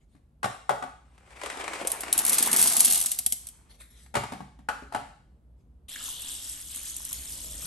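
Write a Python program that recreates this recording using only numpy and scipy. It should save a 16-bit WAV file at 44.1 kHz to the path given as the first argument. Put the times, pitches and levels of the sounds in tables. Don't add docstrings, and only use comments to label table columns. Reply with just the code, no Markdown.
import sys
import numpy as np
from scipy import signal
from scipy.fft import rfft, irfft, next_fast_len
from scipy.io import wavfile
from scipy.ndimage import uniform_filter1d, map_coordinates

SR = 44100
rng = np.random.default_rng(int(sys.argv[2]) if len(sys.argv) > 2 else 0)


def int16_out(signal):
    q = np.round(np.clip(np.atleast_2d(signal).T, -1, 1) * 32767)
    wavfile.write(sys.argv[1], SR, q.astype(np.int16))


N = 337806


def amp(db):
    return 10 ** (np.asarray(db) / 20)


def unit(x):
    return x / np.sqrt(np.mean(x ** 2) + 1e-20)


def along(points, hz):
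    f, v = np.transpose(points)
    return np.interp(np.log(hz + 1), np.log(f + 1), v)


def level(rows):
    rows = np.asarray(rows)
    return amp(np.interp(np.arange(N) / SR, rows[:, 0], rows[:, 1], left=-150, right=-150))


def swell(s, length, rise_s, fall_s):
    t = np.maximum(np.arange(N) / SR - s, 0)
    return (1 - np.exp(-t / rise_s)) * np.exp(-np.maximum(t - length, 0) / fall_s)


def wobble(rate):
    return map_coordinates(rng.standard_normal(int(N * rate / SR) + 4), [np.arange(N) * rate / SR])


def add(track, s, sound):
    start = int(s * SR)
    track[:, start:start + sound.shape[-1]] += sound[..., :N - start]


def sides(db):
    return amp(np.array([[db], [-db]]) / 2)


def noise(size, spread):
    mid, side = rng.standard_normal((2, size))
    return unit(np.array([mid + spread * side, mid - spread * side]))


def ticks(rows, t60):
    track, t = np.zeros((2, N)), np.arange(SR // 20) / SR
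    for s, db in rows:
        add(track, s, noise(len(t), spread=0.46) * amp(db - 60 * t / t60))
    return track


def grains(rate, low_hz, high_hz, cycles, size_db, rise=0):
    count = int(rate * N / SR)
    when, pitch, size, pan, lag = rng.random((5, count, 1))
    hz = low_hz + (high_hz - low_hz) * pitch
    i = np.arange(min(int(4 * cycles * SR / low_hz), 2000))
    age = hz * i / SR / cycles
    shape = amp(-size_db * np.log(size + .01)) * np.exp(-age)
    phase = 2 * np.pi * cycles * age * (1 + rise * np.minimum(age, 2) / 2)
    where = ((when * N).astype(int) + i).ravel()
    ears = [shape * (1 + way * (pan - .5)) * np.sin(phase + way * (lag - .5)) for way in (1, -1)]
    return unit(np.array([np.bincount(where, ear.ravel(), N)[:N] for ear in ears]))


def colour(x, tone):
    size = 16384
    cepstrum = irfft(np.log(amp(along(tone, np.fft.rfftfreq(size, 1 / SR)))))
    cepstrum[1:size // 2] *= 2
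    cepstrum[size // 2 + 1:] = 0
    pulse = irfft(np.exp(rfft(cepstrum)))
    return signal.fftconvolve(x, pulse[None] / np.linalg.norm(pulse), axes=1)[:, :N]


def patchy(x, depth_db):
    z = signal.stft(x, nperseg=512)[2]
    patches = uniform_filter1d(rng.standard_normal(z.shape[1:]), size=7, axis=0)
    patches = uniform_filter1d(patches, size=16, axis=1)
    return unit(signal.istft(z * amp(depth_db * unit(patches)), nperseg=512)[1][:, :N])


def glide(x, path, sharpness):
    hz, t, z = signal.stft(x, SR, nperseg=1024)
    ratio = (hz[:, None] + 1) / np.interp(t, *np.transpose(path))
    gain = 1 / (1 + 1j * sharpness * (ratio - 1 / ratio)) ** 2
    return unit(signal.istft(z * gain, SR, nperseg=1024)[1][:, :N])


HUM_NOTES = [(59.6, -66), (119, -78.5), (238, -78)]
RUMBLE_TONE = [(20, -31.5), (32, -22), (43, 0.5), (62, 7.5), (85, -7.5), (150, -7.5), (300, -19),
               (600, -26), (1500, -42), (3000, -66.5)]
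RUMBLE_LEVEL = [(0.0, -60), (4.3, -57), (6.8, -56), (7.27, -50.5), (7.66, -47.5)]
HISS_TONE = [(300, 2.5), (1500, -1), (3000, -1), (6000, -9), (9000, -3.5), (11200, 2), (13000, -19)]
def background():
    t = np.arange(N) / SR
    hum = sum(amp(db) * np.sqrt(2) * np.sin(2 * np.pi * hz * t + .25 * wobble(1)) for hz, db in HUM_NOTES)
    rumble = colour(noise(N, spread=0.57), RUMBLE_TONE) * level(RUMBLE_LEVEL) * amp(1)
    hiss = colour(noise(N, spread=0.74), HISS_TONE) * amp(-84)
    return hum + rumble + hiss


ROOM_FADE = [(100, 0.45), (400, 0.39), (1200, 0.49), (4000, 0.61), (9000, 0.55), (14000, 0.28)]
def room(x, echo_db):
    out, block = x.copy(), SR // 3
    for start in range(0, N, block):
        part = x[:, start:start + block].mean(axis=0)
        if np.abs(part).max() > 1e-5:
            hz, t, z = signal.stft(noise(SR // 2, spread=0.65), SR, nperseg=256)
            fade = amp(-60 * t / along(ROOM_FADE, hz)[:, None]) * (1 - np.exp(-t / 0.002))
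            tail = signal.istft(z * fade, SR, nperseg=256)[1]
            echo = signal.fftconvolve(part[None], tail / np.linalg.norm(tail[0]), axes=1)
            add(out, start / SR, amp(echo_db) * echo)
    return out


CARD_TONE = [(150, -16), (500, -6), (800, 2.5), (1250, 1), (1600, -1), (2200, 1), (3000, -5), (4200, -10),
             (6500, -12.5), (8500, -7), (11200, -10.5), (12500, -42), (14000, -59)]
BOX_AIR_PITCH = [(1.401, 570), (1.648, 537), (1.851, 470), (2.1, 350), (2.5, 237), (3.0, 223)]
BRUSH_TONE = [(100, -18), (300, 0), (800, -9), (2000, -1.5), (4000, -8.5), (6500, -8.5), (8500, -4.5),
              (11200, 0), (13000, -35.5)]
SLIDE_LEVEL = [(1.05, -73.5), (1.3, -58.5), (1.45, -42), (1.72, -37.5), (1.96, -43.5), (2.55, -34),
               (3.0, -48), (3.25, -70), (3.7, -70)]
HAND_STROKES = [(0.0, 0.011, -73), (0.086, .07, -78), (3.688, 0.16, -63.5), (3.8, 0.055, -61),
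                (3.901, .16, -59.5), (5.565, .05, -82)]
BOX_TAPS = [(1.179, -44.5, -57), (1.306, -42.5, -54), (1.415, -27.5, -50.5), (1.435, -23.5, -29),
            (1.461, -22.5, -48), (1.5, -23, -45), (1.572, -28, -32.5), (1.641, -23.5, -39.5),
            (1.679, -22, -35), (1.734, -22, -53.5), (1.814, -30.5, -28), (1.849, -26.5, -30),
            (2.034, -21, -41.5), (2.081, -25.5, -36.5), (3.808, -48.5, -59.5), (4.062, -46.5, -65)]
def box():
    tumbling = grains(rate=1000, low_hz=547, high_hz=11330, cycles=0.82, size_db=2.5)
    tumbling += 2.5 * noise(N, spread=0.59)
    rattle = patchy(colour(tumbling, CARD_TONE), depth_db=1.2) * amp(2.4 * wobble(60))
    low_taps = grains(rate=700, low_hz=222, high_hz=1264, cycles=1, size_db=3.5)
    hollow = glide(low_taps, BOX_AIR_PITCH, sharpness=0.76)
    sliding = (rattle * amp(-0.5) + hollow * amp(-8.5)) * level(SLIDE_LEVEL)
    brush = patchy(colour(noise(N, spread=0.54), BRUSH_TONE), depth_db=5) * amp(3.7 * wobble(45))
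    strokes = sum(amp(db) * swell(s, length, rise_s=.005, fall_s=.025) for s, length, db in HAND_STROKES)
    taps = np.array(BOX_TAPS)
    card_taps = colour(ticks(taps[:, [0, 1]], t60=0.04), CARD_TONE) * amp(-7)
    air_taps = glide(ticks(taps[:, [0, 2]], t60=0.06), BOX_AIR_PITCH, sharpness=1.2) * amp(-57)
    return room(sliding + card_taps + air_taps + brush * strokes, echo_db=-7) * sides(2.6)


def ring(notes, centre_hz, t, db_per_octave, attack_s):
    hz, db, t60 = np.transpose(notes)[:, :, None]
    db = db - db_per_octave * np.abs(np.log2(hz / centre_hz))
    strength, skew = rng.standard_normal((2, len(notes), 1))
    phase = 2 * np.pi * (hz * t + rng.random((len(notes), 1)))
    fade = amp(db + 2 * strength - 60 * t / t60) * (1 - np.exp(-t / attack_s))
    pair = np.array([np.sum(fade * np.sin(phase + way * 0.74 * skew), axis=0) for way in (1, -1)])
    return pair / np.abs(pair).max()


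# t/s, level/dB, ring f/Hz, thump level/dB, thump f/Hz, crack level/dB, second touch level/dB
RIM_BUMPS = [(0.149, -55.5, 910, 1, 240, -17, -3), (0.429, -19, 1700, -31.5, 284, -16.5, -7.5),
             (0.441, -14, 853, -19, 148, -17.5, -5.5), (0.692, -7, 900, -32.5, 210.4, -26.5, -4.5),
             (0.823, -17.5, 1060, -30, 253, -26, -6), (4.14, -26, 778, -21, 234, -13.5, -11.5),
             (4.152, -11.5, 800, -25, 220, -16.5, -4), (4.171, -25, 787, -7.5, 105, -13, -7),
             (4.234, -24, 786, -19, 217, -17, -20), (4.32, -27.5, 780, -7.5, 278, -14.5, -5.5),
             (4.404, -30, 856, -5, 215, -24, -16), (4.588, -47.5, 732, -3, 215, -16.5, -7),
             (4.686, -12, 1300, -30.5, 299, -21, -13.5), (4.821, -35, 417, -10.5, 218, -23, -12),
             (4.922, -27.5, 909, -30.5, 261, -20, -0.5), (4.946, -13.5, 925, -23, 206, -23.5, -6)]
def rim_touches(rock_s=.013):
    for s, db, ring_hz, thump_db, thump_hz, crack_db, again_db in RIM_BUMPS:
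        yield s, db, ring_hz, thump_db, thump_hz, crack_db
        yield s + rock_s, db + again_db, ring_hz * .71, thump_db, thump_hz * .62, crack_db


BOWL_NOTES = [(416, -5, 0.051), (577, -6, 0.048), (724.6, -5, 0.068), (773, 1.5, 0.03), (856, -2, 0.044),
              (945, -10.5, 0.042), (1102, -6.5, 0.053), (1159, -14, 0.1), (1222, -0.5, 0.019),
              (1360, -4, 0.027), (1473, -5, 0.06), (1618, -6, 0.042), (1947, -10.5, .06)]
SEAT_NOTES = [(60, -14, .2), (108, -9.5, 0.2), (132, -5, 0.17), (192.3, -6, 0.17), (227, -1.5, 0.082),
              (270, 0, 0.1)]
CRACK_TONE = [(100, -27), (700, 7), (1900, 1.5), (3000, -5), (6000, -12.5), (8600, -10), (11000, -6),
              (12500, -29), (14500, -44.5)]
def knocks():
    body, cracks, t = np.zeros((2, N)), np.zeros((2, N)), np.arange(SR // 4) / SR
    soft_start = 1 - np.exp(-(t / .002) ** 2)
    for s, db, ring_hz, thump_db, thump_hz, crack_db in rim_touches():
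        bowl = ring(BOWL_NOTES, ring_hz, t, db_per_octave=13, attack_s=.0005) * soft_start
        seat = ring(SEAT_NOTES, thump_hz, t, db_per_octave=10.5, attack_s=.00076)
        add(body, s, amp(db) * sides(2.4) * bowl + amp(db + thump_db + 6) * seat)
        burst = noise(len(t), spread=0.49) * amp(-60 * t / 0.058) * soft_start
        add(cracks, s, amp(db + crack_db + 9.5) * sides(1.8) * burst)
    return room(body + colour(cracks, CRACK_TONE), echo_db=-3.5) * sides(1.5)


POUR_SURGES = [(6.07, 3), (6.3, 3.5), (6.5, 3), (6.65, -4.5), (6.74, 4), (6.88, 3.5), (7.12, 2), (7.38, 3),
               (7.5, 0), (7.63, 1.5)]
def stream(start_s=5.882, rise_s=.0034, surge_s=.032, soaked_s=6.42, soaking_s=.051):
    t = np.arange(N) / SR
    flowing = 1 - np.exp(-np.maximum(t - start_s, 0) / rise_s)
    surge_db = sum(db * np.exp(-.5 * ((t - s) / surge_s) ** 2) for s, db in POUR_SURGES)
    soaked = .5 + .5 * np.tanh((t - soaked_s) / (2 * soaking_s))
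    froth_db = -47.5 - 8 * soaked
    return flowing * amp([-41 + surge_db, froth_db + 0.44 * surge_db, -58 + 0.89 * surge_db])


FIZZ_TONE = [(800, -44), (2200, -20.5), (4600, -12), (6200, -7), (7600, -1), (9200, 0.5), (11000, 6),
             (12200, -4.5), (13500, -15.5), (15500, -50)]
FROTH_TONE = [(1000, 2.5), (2200, -17.5), (2900, -0.5), (3500, 3.5), (4400, -5.5), (7000, -23),
              (12000, -41)]
SPLASH_TONE = [(70, 7), (160, -16.5), (270, 9), (420, -15.5), (580, -4), (900, -4.5), (1200, -4),
               (2200, -3), (4000, -3.5), (8000, -47)]
FIRST_SPLASH = [(5.883, -64, 2455), (5.91, -56, 2280), (5.98, -54.5, 1570), (6.06, -54.5, 1200),
                (6.2, -79, 1060)]
BIG_DROPS = [(6.0911, -27), (6.2198, -26.5), (6.7595, -26), (6.9656, -23.5), (7.0509, -23.5),
             (7.1292, -19.5)]
POOL_LEVEL = [(6.0, -73), (7.2, -75), (7.5, -51.5), (7.66, -57)]
def soda():
    spatter = grains(rate=1500, low_hz=2420, high_hz=14360, cycles=4.1, size_db=-4.5)
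    chirps = grains(rate=220, low_hz=3500, high_hz=10000, cycles=16, size_db=2, rise=.07)
    fizz = colour(spatter + .6 * chirps + .3 * noise(N, spread=.5), FIZZ_TONE)
    fizz = patchy(fizz, depth_db=1.8) * amp(1.1 * wobble(25))
    bubbles = grains(rate=1600, low_hz=2595, high_hz=6320, cycles=10.4, size_db=0.9, rise=0.083)
    froth = patchy(colour(bubbles, FROTH_TONE), depth_db=0.3)
    drops = grains(rate=500, low_hz=903, high_hz=2630, cycles=2.9, size_db=5.5, rise=0.135)
    splash = colour(.3 * drops + noise(N, spread=.5), SPLASH_TONE)
    splash = patchy(splash, depth_db=1.6) * amp(1.6 * wobble(14))
    gurgle = grains(rate=200, low_hz=463, high_hz=657, cycles=8.4, size_db=4, rise=0.036)
    first = glide(drops + noise(N, spread=.5), np.array(FIRST_SPLASH)[:, ::2], sharpness=1.65)
    snaps = colour(ticks(BIG_DROPS, t60=0.024), FIZZ_TONE) * amp(-2.5)
    fizz_volume, froth_volume, splash_volume = stream()
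    bright = fizz * fizz_volume + froth * froth_volume + snaps
    dull = splash * splash_volume + gurgle * level(POOL_LEVEL) * amp(-6) + first * level(FIRST_SPLASH)
    return room(bright + dull * sides(1.7), echo_db=-5.5) * sides(1.4)


def bowl_echoes(x, t60, echo_db):
    t = np.arange(SR // 16) / SR
    echoes = noise(len(t), spread=0.18) * amp(-60 * t / t60)
    return x + amp(echo_db) * signal.fftconvolve(x, echoes / np.linalg.norm(echoes[0]), axes=1)[:, :N]


FIRST_CANDIES = [(1.8723, -11.5), (1.9026, -22.5), (1.9174, -16), (2.0067, -19.5), (2.1272, -5.5),
                 (2.1779, -8), (2.189, -8), (2.2504, -11.5), (2.264, -13), (2.2944, -9.5), (2.3306, -7),
                 (2.383, -5.5), (2.4256, -7), (2.46, -14.5), (2.5149, -12.5), (2.5295, -6.5),
                 (2.5624, -6.5), (2.587, -11.5), (2.6139, -7.5), (2.6261, -8.5), (2.6733, -8.5),
                 (2.7167, -16), (2.7669, -8.5), (2.7995, -8.5), (2.847, -5.5), (2.9011, -13), (2.9333, -11),
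                 (2.9746, -12.5), (3.0125, -13), (3.0597, -10), (3.1164, -11), (3.1879, -11), (3.2621, -8),
                 (3.3229, -10), (3.469, -26.5), (3.487, -29)]
CANDY_FLOW = [(2.12, -44), (2.35, -26), (2.49, -33), (2.62, -23.5), (2.74, -24.5), (2.92, -24.5),
              (3.1, -35), (3.3, -55), (3.551, -75)]
def landings(followers, clump_s=.036, bounce_s=.007):
    s, db = np.transpose(FIRST_CANDIES)
    chance = rng.random((len(s), followers + 1))
    lateness = (np.arange(followers) + chance[:, 1:]) / followers
    follow_s = s[:, None] + clump_s * lateness
    follow_db = np.interp(follow_s, *np.transpose(CANDY_FLOW)) + 6.5 * (1 - lateness)
    follow_db += 4.5 * rng.standard_normal(lateness.shape)
    again_s = s + bounce_s * (.5 + chance[:, 0])
    first_db = db - 7
    return [*zip(follow_s.ravel(), follow_db.ravel()), *zip(s, first_db), *zip(again_s, first_db - 12)]


CLICK_TONE = [(80, -50.5), (150, -30.5), (260, -40.5), (400, -27), (600, -38), (770, -23.5), (1100, -35.5),
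              (1900, -21.5), (3300, -12), (5000, -12), (7000, -7.5), (9000, -2), (10700, 6.5),
              (12000, -5.5), (13500, -17), (15500, -32.5)]
BOOM_TONE = [(80, -10), (150, -7.5), (255, 3), (380, -20.5), (620, -7), (750, 6), (850, -14), (1100, -11),
             (2500, -48.5)]
def candies():
    hits, t = np.zeros((2, N)), np.arange(SR // 20) / SR
    sharp_start = 1 - np.exp(-t / 0.00059)
    for s, db in landings(followers=4):
        pitch, pan = rng.standard_normal(2)
        snap = noise(len(t), spread=0.16) * amp(-60 * t / 0.016)
        shell = .7 * np.sin(2 * np.pi * 8800 * np.exp(.15 * pitch) * t) * amp(-60 * t / .006)
        echoes = 0.5 * noise(len(t), spread=0.25) * amp(-60 * t / 0.043)
        add(hits, s, amp(db + 5) * sides(1.2 + 2 * pan) * (snap + shell + echoes) * sharp_start)
    settling = grains(rate=800, low_hz=1140, high_hz=13100, cycles=0.56, size_db=4)
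    clatter = hits + unit(bowl_echoes(settling, t60=0.27, echo_db=4)) * level(CANDY_FLOW) * amp(-1)
    boom = colour(clatter, BOOM_TONE) * amp(-28.5) * sides(2)
    return room(colour(clatter, CLICK_TONE) + boom, echo_db=-10.5)


def scene():
    return knocks() + candies() + box() + soda() + background()


STEREO_WIDTH = [(100, -12.5), (400, -4.5), (1300, 3), (2500, -1.5), (6500, 1.5), (7800, 0), (8800, -9.5),
                (12000, -13.5)]
LEFT_LEAD = [(200, .05), (860, 0.91), (3000, 0.6), (6500, 0.012), (7600, .5), (8800, 0.025)]
def record(dry, late_above_hz=8500, lag_s=.00029, top_hz=16500):
    size = next_fast_len(N + SR // 4)
    hz = np.fft.rfftfreq(size, 1 / SR)
    left, right = rfft(dry, size)
    mid = (left + right) / 2
    side = (left - right) / 2 * amp(along(STEREO_WIDTH, hz))
    shift = np.exp(1j * (np.pi * lag_s * np.maximum(hz - late_above_hz, 0) - along(LEFT_LEAD, hz) / 2))
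    pair = np.array([(mid + side) / shift, (mid - side) * shift])
    return irfft(pair * (hz < top_hz), size)[:, :N]


dry = scene()
out = record(dry)
int16_out(out)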